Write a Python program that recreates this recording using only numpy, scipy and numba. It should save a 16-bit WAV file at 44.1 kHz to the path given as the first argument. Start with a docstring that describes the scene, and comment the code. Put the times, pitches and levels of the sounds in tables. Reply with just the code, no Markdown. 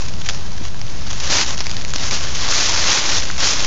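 """Dog in dry leaves

A small dog wades and then bounds through a pile of dry leaves in a yard. Sliding leaves hiss (filtered noise
in brief bursts), crinkle (dense tiny ringing cracks) and snap singly (noise bursts exciting a resonance).
A few soft low bumps, perhaps paws, are damped resonances; far traffic and air are shaped noise below.
The narrow-band recorder has a voltage offset, and its limiter ducks everything in the loud bursts."""
import sys
import numpy as np
from scipy import signal
from scipy.fft import rfft, irfft, next_fast_len
from scipy.io import wavfile
from scipy.ndimage import uniform_filter1d
from numba import njit

SR = 44100
rng = np.random.default_rng(int(sys.argv[2]) if len(sys.argv) > 2 else 0)


def transcribe(u):
    """Save the signal u as a 16-bit wav file named by the first command-line argument.

    u: samples, shape (n,) or (channels, n), limited to [-1, 1]; the rate is SR.
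    q: integer samples, one column per channel.
    """
    v = np.clip(np.atleast_2d(u).T, -1, 1)
    q = np.round(v * 32767).astype(np.int16)
    wavfile.write(sys.argv[1], SR, q)


def volts_from_db(level):
    """Convert decibel levels to linear amplitude ratios."""
    exponent = np.asarray(level, float) / 20
    return 10 ** exponent


N = 161406  # length [samples]

DENSITY_FOLLOWS = 0.9  # dB of event density per dB of stirring
CLUMP_DB = 3.5  # rms wander of the event density
LOW_TONE_FOLLOWS, LOW_TONE_HZ = -0.13, 1260  # dB of the lower leaf tones per dB of stirring; corner


def rms_one(x):
    """Normalization: scale to unit root-mean-square."""
    return x / np.sqrt(np.mean(x ** 2) + 1e-20)


def at_hz(points, hz):
    """Spectral envelope: interpolate the level in dB along log frequency."""
    table = np.array(points)
    return np.interp(np.log(hz), np.log(table[:, 0]), table[:, 1])


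def drift(hz):
    """Low-pass random process: noise through a double real pole, scaled to rms 1."""
    r = np.exp(-2 * np.pi * hz / SR)
    noise = rng.standard_normal(N + SR)
    return rms_one(signal.lfilter([1], [1, -2 * r, r * r], noise)[SR:])  # settled part only


def ring(clicks, hz, t60):
    """Damped resonator: a unit click starts a decaying sine of initial height 1."""
    r = volts_from_db(-60 / (t60 * SR))
    w = 2 * np.pi * hz / SR
    return signal.lfilter([0, np.sin(w)], [1, -2 * r * np.cos(w), r * r], clicks + 1e-18)


def low_tilt(low_db, hz):
    """Spectral shelf: the whole of low_db far below the corner, fading out above it."""
    return low_db / (1 + (hz / LOW_TONE_HZ) ** 2)


def bands(spectrum, patchy_db, low_db):
    """Subtractive synthesis: third-octave noise bands, each with its own level flicker."""
    out, white = 0, rng.standard_normal((2, N))
    edges = 20 * 2 ** np.arange(0, 9.1, 1 / 3)
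    for k, (low, high) in enumerate(zip(edges, edges[1:])):
        hz = np.sqrt(low * high)
        # neighbouring bands draw on different noises
        band = signal.sosfilt(signal.butter(2, [low, high], "band", fs=SR, output="sos"), white[k % 2])
        level_db = at_hz(spectrum, hz) + patchy_db * drift(7.7) + low_tilt(low_db, hz)
        out = out + band * volts_from_db(level_db)
    return rms_one(out)


# Stirring of the pile, the gain that drives the rustle: (time [s], level [dB])
STIRRING = [(0.0, -30.5), (0.019, -30.5), (0.158, -42), (0.214, -33), (0.229, -41.5), (0.247, -34),
            (0.263, -30), (0.282, -34), (0.295, -21.5), (0.307, -33), (0.348, -34.5), (0.383, -37.5),
            (0.474, -39), (0.592, -42.5), (0.654, -35.5), (0.728, -44), (0.823, -42.5), (0.854, -40),
            (0.89, -37.5), (1.094, -35), (1.105, -30), (1.197, -31), (1.241, -25), (1.275, -25),
            (1.293, -25.5), (1.303, -18.5), (1.323, -15.5), (1.375, -11.5), (1.417, -9.5), (1.437, -16),
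            (1.447, -21), (1.456, -25.5), (1.499, -22.5), (1.521, -28.5), (1.542, -26), (1.562, -35),
            (1.608, -28.5), (1.628, -32.5), (1.691, -32), (1.698, -30.5), (1.706, -32), (1.75, -33),
            (1.786, -30), (1.805, -33), (1.854, -36.5), (1.872, -35.5), (1.9, -32.5), (1.93, -36.5),
            (1.959, -27.5), (1.984, -29), (2.061, -21), (2.102, -29.5), (2.115, -22.5), (2.141, -17.5),
            (2.201, -29.5), (2.235, -24.5), (2.261, -26.5), (2.326, -28), (2.359, -24.5), (2.475, -21.5),
            (2.6, -13), (2.724, -16.5), (2.852, -18), (2.931, -8), (2.993, -8), (3.035, -16.5),
            (3.105, -18), (3.167, -17.5), (3.241, -27.5), (3.289, -27), (3.377, -30), (3.397, -20.5),
            (3.481, -11.5), (3.531, -12.5), (3.576, -21), (3.66, -22)]


def stirring():
    """Excitation envelope: the stirring level in dB at every sample."""
    return np.interp(np.arange(N) / SR, *np.transpose(STIRRING))


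def event_density(stir_db):
    """Rate modulation: event density relative to that at the mean stirring level."""
    return volts_from_db(DENSITY_FOLLOWS * (stir_db - stir_db.mean()))


def crunches(stir_db):
    """Shot noise: gain of a steady bed plus brief bursts as leaves break, denser with stirring."""
    base_per_s, time_constant_s = 130, 0.0008  # rate before stirring and clumping
    spread_db, bed_db = 3.0, 1  # mean of the random burst levels before the cap; bed against mean burst power
    denser = event_density(stir_db)
    born = rng.random(N) < base_per_s * denser * volts_from_db(CLUMP_DB * drift(40)) / SR
    power = born * volts_from_db(2 * spread_db * np.minimum(rng.exponential(1, N), 3)) / denser
    r = np.exp(-1 / (time_constant_s * SR))
    bursts = signal.lfilter([1], [1, -2 * r, r * r], power + 1e-18)
    return rms_one(np.sqrt(volts_from_db(2 * bed_db) + bursts / bursts.mean()))


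# Spectral envelope of sliding and crinkling leaves: (frequency [Hz], relative density [dB per Hz])
LEAF_SPECTRUM = [(150, -48), (250, -8.5), (475, -17), (577, -6.5), (763, -15.5), (841, -7.5), (2430, -7),
                 (6350, -2.5), (7000, -5.5), (9100, -6.5), (15400, -120)]


def slide(stir_db, low_db):
    """Friction noise: broadband hiss of sliding leaves, modulated by the crunches."""
    return crunches(stir_db) * bands(LEAF_SPECTRUM, 1.22, low_db)


def crinkle(stir_db, low_db):
    """Granular excitation: clumped tiny cracks, each ringing a few cycles at one of twenty pitches."""
    base_per_s, clump_hz = 1500, 59.7  # rate before stirring and clumping
    spread_db, cycles = 0.5, 2.5  # mean of the random crack levels before the cap; cycles to fall by 60 dB
    sizes = volts_from_db(spread_db * np.minimum(rng.exponential(1, N), 3.5)) * rng.choice([-1, 1], N)
    denser = event_density(stir_db)
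    born = rng.random(N) < base_per_s * denser * volts_from_db(CLUMP_DB * drift(clump_hz)) / SR
    cracks = sizes * born / np.sqrt(denser)  # density alone leaves the power unchanged
    pitches, dealt = np.geomspace(350, 8000, 20), rng.integers(0, 20, N)
    out = 0
    for k, hz in enumerate(pitches):
        gain = volts_from_db(at_hz(LEAF_SPECTRUM, hz) + low_tilt(low_db, hz)) * hz
        out = out + gain * ring(cracks * (dealt == k), hz, cycles / hz)
    return rms_one(out)


# Single leaves snapping:
# (time [s], peak level [dB], ring [Hz], burst rise time [ms], broad crack against the ring [dB])
LEAF_SNAPS = [(0.2169, -19.5, 3600, 0.52, -4), (0.2604, -19, 6570, 0.37, -3),
              (0.2686, -18.5, 3540, 0.47, 8), (0.2887, -2.5, 6500, 0.49, 5), (0.2975, -7.5, 3120, 0.27, 2),
              (0.3433, -22.5, 5730, 0.32, -0.5), (0.5303, -24, 6500, 0.36, -6.5),
              (0.5813, -22, 1850, 0.4, 5), (0.745, -20.5, 1840, 0.35, 6), (0.815, -14, 5560, 0.4, -11),
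              (0.8814, -23, 3640, 0.56, -5), (1.1046, -14, 3830, 0.27, 19), (1.2975, -18, 4020, 0.28, 4.5),
              (1.4135, 0.5, 3730, 0.4, -4), (1.477, -9, 6060, 0.19, 0.5), (1.5067, -8.5, 6140, 0.4, -3),
              (1.5323, -14, 5830, 0.24, 2.5), (1.5788, -8, 6100, 0.3, -1.5), (1.6054, -4, 5870, 0.32, -7),
              (1.6147, -20, 5780, 0.4, 3.5), (1.6676, -4.5, 6270, 0.45, 15), (1.6854, -26, 2750, 0.4, -2),
              (1.6957, -11, 4370, 0.54, 5), (1.713, -10.5, 4620, 0.62, 2.5), (1.735, -20, 3500, 0.44, 0),
              (1.7669, -8, 4200, 0.71, -5.5), (1.8203, -17.5, 5420, 0.32, -5), (1.8492, -8, 6100, 0.26, -2),
              (1.888, -17, 5900, 0.5, -1.5), (1.9046, -12, 6100, 0.13, -1.5), (1.9368, -4, 6040, 0.36, 3),
              (1.9495, -24, 5750, 0.34, 6), (1.9567, -14.5, 5770, 0.8, -3), (1.9605, -1.5, 6300, 0.13, -7),
              (1.996, -17, 3700, 0.44, 1.5), (2.036, -12.5, 4970, 0.33, -7), (2.1103, -4, 5840, 0.53, 2),
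              (2.3566, -17.5, 4120, 1, 8), (3.2227, -11.5, 3350, 0.56, -3.5), (3.3004, -10, 2010, 1, -19.5)]


def snaps():
    """Impulsive fracture: a short noise burst is heard broadly and through a resonance of its own."""
    out, t = np.zeros(N + SR), np.arange(800) / SR
    crack_band = signal.butter(2, [500, 7500], "band", fs=SR, output="sos")
    for s, db, hz, ms, broad_db in LEAF_SNAPS:
        age = t * 1000 / max(ms, .05)
        burst = rng.standard_normal(len(t)) * age * np.exp(-age)
        tone = ring(burst, hz, 6.5 / hz)
        broad = signal.sosfilt(crack_band, burst)
        snap = tone / np.abs(tone).max() + volts_from_db(broad_db) * broad / np.abs(broad).max()
        start = int(s * SR)
        out[start:start + len(t)] += volts_from_db(db) * snap / np.abs(snap).max()
    return out[:N]


# Soft low bumps, perhaps paws: (time [s], click level before ringing [dB])
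BUMPS = [(0.611, -19.5), (1.299, -15), (1.958, -16.5), (3.588, -24.5)]


def thuds():
    """Damped impact: a click excites a dull low resonance, softened by a low-pass filter."""
    clicks = np.zeros(N)
    for s, db in BUMPS:
        clicks[int(s * SR)] = volts_from_db(db)
    bumps = ring(clicks, hz=290, t60=0.02)
    return signal.sosfilt(signal.butter(2, 700, fs=SR, output="sos"), bumps)


# Spectral envelope of far traffic and air: (frequency [Hz], relative density [dB per Hz])
YARD_SPECTRUM = [(12, -31), (20, -2.5), (33, -22.5), (75, -13.5), (129, -21), (191, -25), (205, -29.5),
                 (335, -33.5), (450, -36), (682, -36), (2010, -44.5), (6500, -44), (7000, -41), (9100, -80),
                 (15400, -120)]


def yard():
    """Ambient noise: far traffic and air as a nearly steady low rumble, at rms 1."""
    return bands(YARD_SPECTRUM, patchy_db=0.5, low_db=0)


def scene():
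    """Superposition: rustle driven by the stirring, snaps, thuds and the yard."""
    slide_db, crinkle_db, yard_db = 1, -5, -29
    flurry_db, flurry_hz = -0.2, 9.8  # random wander of the rustle's level
    stir_db = stirring()
    low_db = LOW_TONE_FOLLOWS * (stir_db - stir_db.mean())
    rustle = volts_from_db(slide_db) * slide(stir_db, low_db) + volts_from_db(crinkle_db) * crinkle(stir_db, low_db)
    leaves = volts_from_db(stir_db + flurry_db * drift(flurry_hz)) * rustle + snaps() + thuds()
    return (leaves + volts_from_db(yard_db) * yard())[None]


@njit
def follow(x, rise, fall):
    """Envelope detection: first-order smoothing with separate rise and fall rates."""
    out, level = np.empty_like(x), 0.
    for i in range(len(x)):
        level += (rise if x[i] > level else fall) * (x[i] - level)
        out[i] = level
    return out


def limiter_gain(x):
    """Dynamic compression: above the threshold, gain falls by a share of the excess level in dB."""
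    threshold_db, share, attack_s, release_s = -16.5, .85, .022, .018
    power = uniform_filter1d(x ** 2, size=441)  # 10 ms mean
    level = np.sqrt(follow(power, 1 / (attack_s * SR), 1 / (release_s * SR)))
    return np.maximum(level / volts_from_db(threshold_db), 1) ** -share


# Converter filter, deepened by a further 60 dB above 10 kHz: (frequency [Hz], gain [dB])
CONVERTER_FILTER = [(6500, 0), (6900, -2), (7150, -5), (7400, -11), (7600, -19), (7680, -27), (7760, -60),
                    (7860, -60), (7950, -27), (8050, -27), (8140, -60), (8260, -60), (8350, -31),
                    (8550, -29), (8800, -32), (9050, -42), (9200, -54), (9300, -90)]


def low_rate(x):
    """Sampling images: band-limit at half the low rate, mirror the spectrum, filter the images faint."""
    sampling_hz = 16000
    size = next_fast_len(N + 4096)
    hz = np.arange(size // 2 + 1) * SR / size
    low = irfft(rfft(x, size) * (hz < sampling_hz / 2), size)
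    mirrored = low * (1 + 2 * np.cos(2 * np.pi * sampling_hz * np.arange(size) / SR))
    gain_db = at_hz(CONVERTER_FILTER, hz + 1) - 60 * (hz > sampling_hz / 1.6)
    return irfft(rfft(mirrored) * volts_from_db(gain_db), size)[:N]


def roll_off(x):
    """The treble ends steeply here."""
    return signal.sosfilt(signal.butter(12, 10100, fs=SR, output="sos"), x)


def record(dry):
    """Recorder chain: voltage offset, limiting, soft saturation of peaks, then the low sampling rate."""
    offset, clip_top = -.246, .75  # share of full scale; the offset is ducked with the sound
    x = (dry[0] + offset) * limiter_gain(dry[0])
    x = x / (1 + (x / clip_top) ** 6) ** (1 / 6)
    x = low_rate(x)
    return roll_off(x[None])


dry = scene()
out = record(dry)
transcribe(out)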